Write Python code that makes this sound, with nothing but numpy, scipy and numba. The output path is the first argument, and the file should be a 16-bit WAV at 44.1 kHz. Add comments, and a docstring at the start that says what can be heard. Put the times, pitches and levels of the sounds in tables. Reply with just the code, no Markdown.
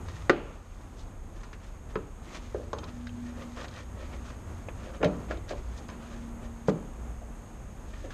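"""A plastic tail light is worked into a car body, an arm's length from a head-worn camera.
At 0.3 s its shell bangs on the sheet steel and ducks the camera's gain, which creeps back.
Edges and fingers scrape in short strokes between lighter knocks; from 2.4 s tabs tick over the steel.
Knocks crowd together at 5 s, then thin out. Throughout, the open boot and the workshop answer,
over air, a low rumble and a far motor's hum."""
import sys
import numpy as np
from scipy import signal
from scipy.fft import rfft, irfft, next_fast_len
from scipy.io import wavfile
from scipy.ndimage import uniform_filter1d
from numba import njit

SR = 44100
rng = np.random.default_rng(int(sys.argv[2]) if len(sys.argv) > 2 else 0)


def output_pcm(signal):
    """Save a mono or channel-first signal as 16-bit PCM at the path in sys.argv[1].

    Samples are clipped to [-1, 1] before scaling.
    """
    pcm = np.clip(np.atleast_2d(signal).T, -1, 1) * 32767
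    wavfile.write(sys.argv[1], SR, np.round(pcm).astype(np.int16))


N = 358533
TIME = np.arange(N) / SR


# Each row: start in seconds, level in dB, hardness in dB per octave, steel panel re housing in dB,
# housing centre in Hz, lens centre in Hz, off-centre floor in dB, ring time factor, spill in dB.
KNOCKS = [(0.084, -40.5, 5.5, -21, 510, 1010, -4, 0.87, -13),
          (0.295, -14, 0.6, -10, 394, 1350, -11, 0.62, -1.5), (1.432, -45, 6.5, 1, 400, 1430, 1, 1.05, 6),
          (1.529, -41, 4, -14, 537, 1780, 1, 1, -5), (1.9549, -28.5, -1.6, -2, 418, 1210, -17, .65, -2.5),
          (2.545, -47, -12, -18, 470, 1370, -39, 1.2, -10),
          (2.596, -61, -14.5, -25, 480, 1250, -22, 2.3, 0.5), (2.73, -29, 2, -6, 487, 1060, -21, 0.59, 0.5),
          (2.784, -45, 0, -4, 340, 1300, -9, 0.84, -7), (2.832, -40, 2.5, 1.5, 385, 1090, -11, 1.1, -10),
          (3.068, -41.5, 7, -12, 450, 1710, -21, 0.68, -13), (3.569, -45, -1, -9, 580, 1360, -16, 1.9, -4),
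          (3.644, -41.5, 3, -5, 530, 1900, -11, 1.1, -7),
          (4.684, -42.5, -4.5, -5.5, 440, 1270, 3, 0.78, -13),
          (5.003, -52.5, -11, -5, 523, 1300, -12, 4, 8), (5.014, -43, -5, -15, 620, 1400, -13, 1.5, -2),
          (5.027, -32.5, 1.5, -8, 620, 2400, -1, 1.3, -7),
          (5.031, -31.5, -6.5, -15, 595, 1190, -13, 1.18, 1),
          (5.044, -31, 6.5, -6, 610, 1990, -7, 0.98, -12),
          (5.054, -40.5, -10, 6.5, 574, 1150, -27, 1.1, -4),
          (5.309, -33, -0.5, -9, 640, 1320, -15, 0.97, -17),
          (5.508, -47.5, -9.5, -21, 610, 1800, -20, 0.68, 1),
          (5.532, -47, -6.5, -11, 547, 950, -14, 0.74, -2), (5.887, -44, 3, 2, 574, 1280, 1, 1.5, 9),
          (6.683, -29, -6.5, -3, 452, 1140, -13, 0.76, -2.5),
          (6.689, -43, -10, -1, 285, 1150, -20, 0.98, -5), (6.738, -60.5, -13, 12, 297, 1110, -17, 1, -13),
          (8.104, -45, 6, 0, 420, 1310, 3, 1.5, 13)]
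# Lamp seated on the steel. Each row: frequency in Hz, level in dB, t60 in seconds.
LAMP_MODES = [(163.7, -1, 0.32), (190.4, 1, 0.15), (200.7, 5.5, 0.2), (236, -5, 0.18), (267, 0, 0.32),
              (301.2, 3, 0.35), (338.5, -0.5, 0.21), (383, 4.5, 0.1), (429, 1, 0.076), (470, -10, 0.17),
              (530.5, -2.5, 0.082), (591, 1, 0.084), (653, -5, 0.1), (730, -20, 0.045), (1010, 6, 0.074),
              (1200, 0, 0.15), (1434, -1.5, 0.054), (1393, 1.5, 0.078), (1694, 2, 0.07), (1860, 1, 0.073),
              (1890, -15, 0.081), (2240, -14, 0.071), (2490, -10, 0.24), (2915, -24, 0.065),
              (3720, -3, 0.094), (4940, 8, 0.059), (5740, -9, 0.038), (6290, 13, 0.082)]
# Panel, housing, lens, tabs. Each row: low edge in Hz, high edge in Hz, crack re ring in dB,
# crack t60 and grip time in seconds (both before the ring time factor), trim in dB.
PARTS = [(152, 186, -17, 0.23, 0.039, -4.5), (238, 637, -2, 0.069, 0.0026, 0),
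         (810, 2960, 1.5, 0.081, 0.013, 0), (2400, 7100, 2.5, 0.1, 0.018, -4)]

def knocks(detune=0.0068, held_db=-7.5, contact_s=0.00107, travel_s=0.000482,
           panel_hz=176, tabs_hz=3600, snap_db=-25.0, snap_t60_s=0.018):
    """Shell hits steel: a snap, ringing modes, a dense crack. Returns direct sound and room spill."""
    direct, spill = np.zeros(N), np.zeros(N)
    t = np.arange(SR // 5) / SR
    hz, db, t60 = np.transpose(LAMP_MODES)[:, :, None]
    for start_s, level_db, hardness, steel_db, housing_hz, lens_hz, floor_db, freedom, spill_db in KNOCKS:
        shift, path = rng.standard_normal((2, len(hz), 1))
        age = t / max(freedom, 0.1)  # a firmly held lamp dies sooner
        path_time = t + travel_s * path  # each mode takes its own path to the ear
        modes = undb(db) * fade(age, t60) * np.sin(2 * np.pi * hz * (1 + detune * shift) * path_time)
        housing_db, lens_db, tabs_db = part_levels(level_db, hardness, housing_db=2.5, edge_db=-14.5)
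        levels_db = (housing_db + steel_db, housing_db, lens_db, tabs_db)
        centres_hz = (panel_hz, housing_hz, lens_hz, tabs_hz)
        snap = band(rng.standard_normal(len(t)) * fade(t, snap_t60_s), 6500, 9200, order=3)
        blow = undb(tabs_db + snap_db) * unit_burst(snap)
        for part, part_db, centre_hz in zip(PARTS, levels_db, centres_hz):
            lo_hz, hi_hz, crack_db, crack_t60_s, grip_s, trim_db = part
            # hand and seal soak up most of the motion
            grip = undb(held_db) + (1 - undb(held_db)) * np.exp(-age / grip_s)
            ring = grip * np.sum(focus(hz, lo_hz, hi_hz, centre_hz, floor_db) * modes, axis=0)
            crack = fade(age, crack_t60_s) * contact_noise(len(t), lo_hz, hi_hz, centre_hz, floor_db)
            rise = 1 - np.exp(-(2 * t * hi_hz) ** 2)  # heavier parts start slower
            strike = rise * (unit_burst(ring) + undb(crack_db) * unit_burst(crack))
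            blow += undb(part_db + trim_db) * unit_burst(strike)
        add(direct, start_s + contact_s, blow)
        add(spill, start_s + contact_s, undb(spill_db) * blow)
    return direct, spill


# Each row: start in seconds, level in dB, centre in Hz.
TICKS = [(2.354, -54, 3500), (2.731, -45, 6000), (2.785, -43, 3100), (2.786, -48, 6400), (2.841, -46, 4400),
         (3.069, -49, 4480), (3.093, -47.5, 2480), (3.611, -49, 4300), (3.649, -55, 4930),
         (3.682, -49, 3600), (3.712, -54, 4900), (3.739, -52, 3700), (3.761, -52, 3400),
         (5.0446, -37.5, 3830), (5.046, -36.5, 2500), (5.372, -53, 3500), (5.493, -45, 3800),
         (5.885, -52, 5960), (5.9, -53, 5100)]
# Each row: frequency in Hz, level in dB, t60 in seconds.
TAB_MODES = [(2540, 1, 0.027), (3130, 6.5, 0.054), (3730, 2, 0.054), (4060, 1, 0.06), (5040, -4, .03),
             (5300, -3, 0.038), (6370, -2.5, 0.1)]

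def tab_ticks(crack_db=3.0, crack_t60_s=0.022, floor_db=-19, scatter_db=-1.0):
    """A tab snaps over the steel edge: a dry crack and a very short ring of thin plastic."""
    out = np.zeros(N)
    t = np.arange(SR // 12) / SR
    hz, db, t60 = np.transpose(TAB_MODES)[:, :, None]
    for start_s, level_db, centre_hz in TICKS:
        scatter, phase = rng.standard_normal((2, len(hz), 1))
        gains = focus(hz, 1500, 7500, centre_hz, floor_db) * undb(db + scatter_db * scatter)
        ring = np.sum(gains * fade(t, t60) * np.sin(2 * np.pi * (hz * t + phase)), axis=0)
        crack = fade(t, crack_t60_s) * contact_noise(len(t), 1500, 7200, centre_hz, floor_db)
        tick = unit_burst(ring) + undb(crack_db) * unit_burst(crack)
        add(out, start_s, undb(level_db) * unit_burst(tick))
    return out


# Scrape spectra. Each row: frequency in Hz, relative level in dB.
RUB_HOUSING = [(150, -53), (300, 3.5), (430, -6.5), (540, 3), (700, -5), (900, -27), (1500, -57)]
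RUB_LENS = [(600, -11), (850, -1), (1050, 3), (1200, 7), (1420, 1), (1620, -3.5), (1860, 0.5), (2100, -6),
            (2340, 0.5), (2750, -4.5), (3100, -4.5), (5000, -19.5)]
RUB_EDGE = [(1800, -39), (2750, -3), (3100, 0.5), (3600, 4.5), (3950, 1.5), (4300, 1), (5500, 0), (6300, 2),
            (8000, -7.5), (10500, -21), (13000, -53)]

def scrapes(slips_per_s=3600, judder_db=1.5, housing_db=-4.0, lens_db=1, edge_db=-1,
            rasp_hz=1800, rasp_width_hz=130.0, rasp_db=5, slide_octaves=0.17):
    """Plastic slips in dense uneven ticks; a lens resonance wanders as the contact slides."""
    judder = undb(judder_db * np.clip(walk(110), -2, 2))
    slips = (rng.random((3, N)) < slips_per_s / SR) * rng.standard_normal((3, N)) * judder
    housing, lens, edge = map(colour, slips, (RUB_HOUSING, RUB_LENS, RUB_EDGE))
    sliding_hz = rasp_hz * 2 ** (slide_octaves * np.clip(walk(18), -2, 2))
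    lens = unit(lens + undb(rasp_db) * resonance(lens, sliding_hz, rasp_width_hz))
    parts = [undb(housing_db) * housing, undb(lens_db) * lens, undb(edge_db) * edge]
    return np.sum(rubbing_force() * parts, axis=0)


# Each row: middle in seconds, half-length in seconds, level in dB, hardness in dB per octave.
STROKES = [(0.098, 0.072, -59.5, -0.5), (1.0, 0.055, -75, 14.5), (1.387, 0.064, -59.5, 1),
           (1.646, 0.078, -58, 0.5), (1.909, 0.03, -58, 1.5), (2.275, 0.067, -55.5, 1),
           (2.333, 0.043, -54, 2), (2.365, 0.04, -46.5, 2), (2.445, 0.046, -60, 1), (2.885, 0.02, -54, -1),
           (3.277, 0.044, -56, -2.5), (3.408, 0.061, -51.5, -2.5), (3.593, 0.046, -47, -1.5),
           (3.636, 0.035, -45.5, -0.5), (3.687, 0.015, -53.5, 0.5), (3.774, 0.077, -49, -0.5),
           (4.017, 0.076, -53, -4), (4.143, 0.033, -53, -4.5), (4.287, 0.08, -54, 0),
           (4.863, 0.099, -54.5, -4), (4.956, 0.032, -51, -4), (5.311, 0.04, -46.5, -4),
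           (5.352, 0.054, -55, -6.5), (5.498, 0.024, -54, 4.5), (5.516, 0.048, -49, -2.5),
           (5.583, 0.033, -57.5, -1), (5.782, 0.027, -72, 10), (6.11, 0.16, -57.5, -2),
           (6.447, 0.038, -55, -2), (6.69, 0.024, -48.5, 3), (7.225, 0.016, -72.5, -17.5),
           (7.942, 0.019, -56.5, -5.5), (8.055, 0.041, -67, -11.5)]
# Each row: time in seconds, relative level in dB.
HAND_ACTIVITY = [(0, 1.5), (.6, -2.5), (2.35, -5.5), (2.6, 0), (4.5, -1), (5.55, -3), (5.9, -6), (7.4, -10),
                 (8.13, -5)]

def rubbing_force(fidget_db=-66, spread_db=4):
    """Force on housing, lens and edge: shifting fingers plus short strokes."""
    fingers_db = fidget_db + curve(HAND_ACTIVITY) + spread_db * walk(8.2)
    force = undb(part_levels(fingers_db, 0, housing_db=-11.0, edge_db=-2.5))
    for middle_s, half_s, level_db, hardness in STROKES:
        for part, db in zip(force, part_levels(level_db, hardness, housing_db=4.0, edge_db=-5.0)):
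            add(part, middle_s - half_s, undb(db) * swell(half_s))
    return force


# Tailgate and ceiling. Each row: delay in seconds, gain in dB.
ECHOES = [(0.0114, -10), (.033, -14.5)]

def reflections(x):
    """Near surfaces return dull echoes."""
    out, dull = np.zeros(N), band(x, 74, 1370)
    for delay_s, db in ECHOES:
        add(out, delay_s, undb(db) * dull)
    return out


def boot_boom(spill, t60_s=0.3, delay_s=0.016, gain_db=-7.0):
    """The open boot's cavity booms briefly."""
    out = np.zeros(N)
    t = np.arange(SR // 2) / SR
    response = rng.standard_normal(len(t)) * fade(t, t60_s)
    boom = signal.fftconvolve(spill, response / np.linalg.norm(response))
    add(out, delay_s, undb(gain_db) * band(boom, 129, 790))
    return out


# Each row: low edge in Hz, high edge in Hz, t60 in seconds, gain in dB.
REVERB_BANDS = [(124, 284, 0.5, -6), (276, 600, 0.63, -11.5), (744, 1410, 1, -11.5),
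                (1440, 2930, 0.71, -14), (2700, 4800, 0.34, -13)]

def workshop_reverb(spill, delay_s=0.012):
    """Energy in each band lingers in the tiled workshop and returns as a diffuse wash."""
    out = np.zeros(N)
    for lo_hz, hi_hz, t60_s, db in REVERB_BANDS:
        pole = fade(1 / SR, t60_s) ** 2
        energy = signal.lfilter([1 - pole], [1, -pole], band(spill, lo_hz, hi_hz, order=3) ** 2)
        add(out, delay_s, undb(db) * np.sqrt(energy) * band_noise(lo_hz, hi_hz, order=3))
    return out


# Each row: frequency in Hz, relative spectral density in dB.
AIR_SPECTRUM = [(70, -10), (110, 1), (150, -3), (220, -2.5), (400, -10), (600, -11.5), (800, -13),
                (1200, -16), (2000, -26), (3500, -35.5), (4300, -46.5), (7000, -34.5)]
HISS_SPECTRUM = [(2000, 3.5), (4200, -6), (6000, -8.5), (6500, 11), (7000, -0.5), (8000, -1.5),
                 (9600, -5.5), (10400, -27), (11500, -7.5), (13000, -13), (14000, -48)]

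def air(air_db=-48.0, waver_db=1.26, hiss_db=-63.0):
    """Moving workshop air under steady microphone hiss."""
    draught = undb(air_db + waver_db * walk(15)) * colour(rng.standard_normal(N), AIR_SPECTRUM)
    return draught + undb(hiss_db) * colour(rng.standard_normal(N), HISS_SPECTRUM)


# Each row: time in seconds, level in dB.
DEEP_LEVEL = [(0, -46.5), (1.1, -40), (3.6, -50), (5.4, -46.5), (8.13, -44)]
# Each row: middle in seconds, half-length in seconds, level in dB.
DRONE_SWELLS = [(0.175, 0.06, -43), (5.27, 0.63, -45.5), (5.707, 0.089, -45), (7.083, 0.21, -39.5)]

def rumble(drone_hz=59.5, drone_db=-46.5, waver_db=-1.6, hand_follow=0.43, handling_db=-44):
    """A deep rumble, a swelling drone, and a boom that follows the hands' work on the car."""
    hand_db = curve(HAND_ACTIVITY)
    drone_gain = undb(drone_db + hand_follow * hand_db + waver_db * walk(6.8))
    for middle_s, half_s, db in DRONE_SWELLS:
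        add(drone_gain, middle_s - half_s, undb(db) * swell(half_s))
    deep = undb(curve(DEEP_LEVEL)) * band_noise(27.4, 44.3)
    drone = drone_gain * unit(np.sin(2 * np.pi * drone_hz * TIME) + 0.5 * band_noise(50.0, 61.9))
    handling = undb(hand_db + handling_db) * band_noise(72.0, 97.0)
    return deep + drone + handling


# Each row: end of rise in seconds, top level in dB, fall in dB per second.
MOTOR_SWELLS = [(3.17, -39, 62), (4.3, -55, 18), (6.22, -45.5, 14)]

def far_motor(start_hz=250.1, sag_hz_per_s=2.9, floor_db=-72.5, waver_db=2.25,
              rise_db_per_s=25, hold_s=0.2):
    """A nearly pure hum sinks evenly in pitch; each swell rises, holds and fades."""
    hz = start_hz - sag_hz_per_s * TIME
    gain = undb(floor_db)
    for top_s, top_db, fall_db_per_s in MOTOR_SWELLS:
        before_db = rise_db_per_s * np.maximum(top_s - TIME, 0)
        after_db = fall_db_per_s * np.maximum(TIME - top_s - hold_s, 0)
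        gain = gain + undb(top_db - before_db - after_db)
    hum = unit(np.sin(2 * np.pi * np.cumsum(hz) / SR))
    return gain * undb(waver_db * walk(12.0)) * hum


def gain_control(x, threshold_db=-20, attack_s=0.011, recover_db_per_s=1.0):
    """A sharp bang turns the gain down just after it passes; the gain creeps back."""
    power = uniform_filter1d(band(x, 1048, 6800) ** 2, size=220)
    over_db = np.maximum(10 * np.log10(np.maximum(power, 1e-12)) - threshold_db, 0)
    recovery_db = recover_db_per_s * TIME
    cut_db = np.maximum.accumulate(over_db + recovery_db) - recovery_db
    pole = np.exp(-1 / (attack_s * SR))
    return x * undb(-signal.lfilter([1 - pole], [1, -pole], cut_db))


def part_levels(db, hardness, housing_db, edge_db, step_octaves=1.64):
    """Housing, lens and edge levels in dB: harder contact moves energy to the higher parts."""
    tilt_db = hardness * step_octaves
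    return db + housing_db - tilt_db, db, db + edge_db + tilt_db


def focus(hz, lo_hz, hi_hz, centre_hz, floor_db, octaves=0.32, order=7):
    """A part sounds within its range; the place of contact favours modes near one frequency."""
    in_range = 1 / np.sqrt(1 + (lo_hz / hz) ** (2 * order) + (hz / hi_hz) ** (2 * order))
    peak = np.exp(-0.5 * (np.log2(hz / centre_hz) / octaves) ** 2)
    return in_range * (undb(floor_db) + peak)


def contact_noise(size, lo_hz, hi_hz, centre_hz, floor_db):
    """Noise shaped by focus()."""
    hz = np.maximum(np.fft.rfftfreq(size, 1 / SR), 1)
    return irfft(focus(hz, lo_hz, hi_hz, centre_hz, floor_db) * rfft(rng.standard_normal(size)), size)


@njit
def resonance(x, hz, width_hz):
    """State-variable band-pass with a moving centre, gain 1 there."""
    y = np.empty(len(x))
    band_state, low_state = 0.0, 0.0
    for i in range(len(x)):
        g, damping = np.tan(np.pi * hz[i] / SR), width_hz / hz[i]
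        v = (band_state + g * (x[i] - low_state)) / (1 + g * (g + damping))
        band_state = 2 * v - band_state
        low_state += 2 * g * v
        y[i] = damping * v
    return y


def colour(x, spectrum):
    """Filter by (Hz, dB) points, rolling off past both ends; rms 1."""
    hz, db = np.transpose(spectrum)
    size = next_fast_len(N)
    f = np.maximum(np.arange(size // 2 + 1) * SR / size, 1)
    rolloff = np.minimum(1, np.minimum(f / hz[0], hz[-1] / f)) ** 2
    gain = rolloff * undb(np.interp(np.log(f), np.log(hz), db))
    return unit(irfft(rfft(x, size) * gain, size)[:N])


def band(x, lo_hz, hi_hz, order=2):
    """Causal band-pass."""
    return signal.sosfilt(signal.butter(order, [lo_hz, hi_hz], "band", fs=SR, output="sos"), x)


def band_noise(lo_hz, hi_hz, order=2):
    """Band-passed noise, rms 1."""
    return unit(band(rng.standard_normal(N), lo_hz, hi_hz, order))


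def walk(rate_hz):
    """Random steps, smoothed twice; rms 1."""
    hold = int(SR / rate_hz)
    steps = np.repeat(rng.standard_normal(N // hold + 1), hold)
    return unit(uniform_filter1d(uniform_filter1d(steps, hold), hold)[:N])


def curve(points):
    """Join (seconds, value) points by straight lines."""
    return np.interp(TIME, *np.transpose(points))


def swell(half_s):
    """Smooth rise and fall, half_s each."""
    return np.sin(np.linspace(0, np.pi, int(2 * half_s * SR))) ** 2


def fade(t, t60):
    """Decay of 60 dB per t60."""
    return np.exp(-np.log(1000) * t / t60)


def undb(db):
    """Decibels to gain."""
    return 10 ** (np.asarray(db) / 20)


def unit(x):
    """Scale to rms 1."""
    return x / np.sqrt(np.mean(x ** 2))


def unit_burst(x):
    """Scale the loudest 5 ms to rms 1."""
    return x / np.sqrt(uniform_filter1d(x ** 2, size=220).max())


def add(out, start_s, x):
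    """Mix x into out from start_s on."""
    i = max(0, int(start_s * SR))
    out[i:i + len(x)] += x[:max(0, N - i)]


def scene(tick_spill_db=-5):
    """The lamp, answered by boot and workshop, over the background."""
    blows, blow_spill = knocks()
    rub, ticks = scrapes(), tab_ticks()
    direct = blows + rub + ticks
    spill = blow_spill + rub + undb(tick_spill_db) * ticks
    room = reflections(direct) + boot_boom(spill) + workshop_reverb(spill)
    return (direct + room + air() + rumble() + far_motor())[None]


def record(dry, top_hz=13800):
    """The camera rides its gain and cuts the top."""
    lowpass = signal.ellip(8, 0.2, 70, top_hz, fs=SR, output="sos")
    return signal.sosfilt(lowpass, gain_control(dry[0]))[None]


dry = scene()
out = record(dry)
output_pcm(out)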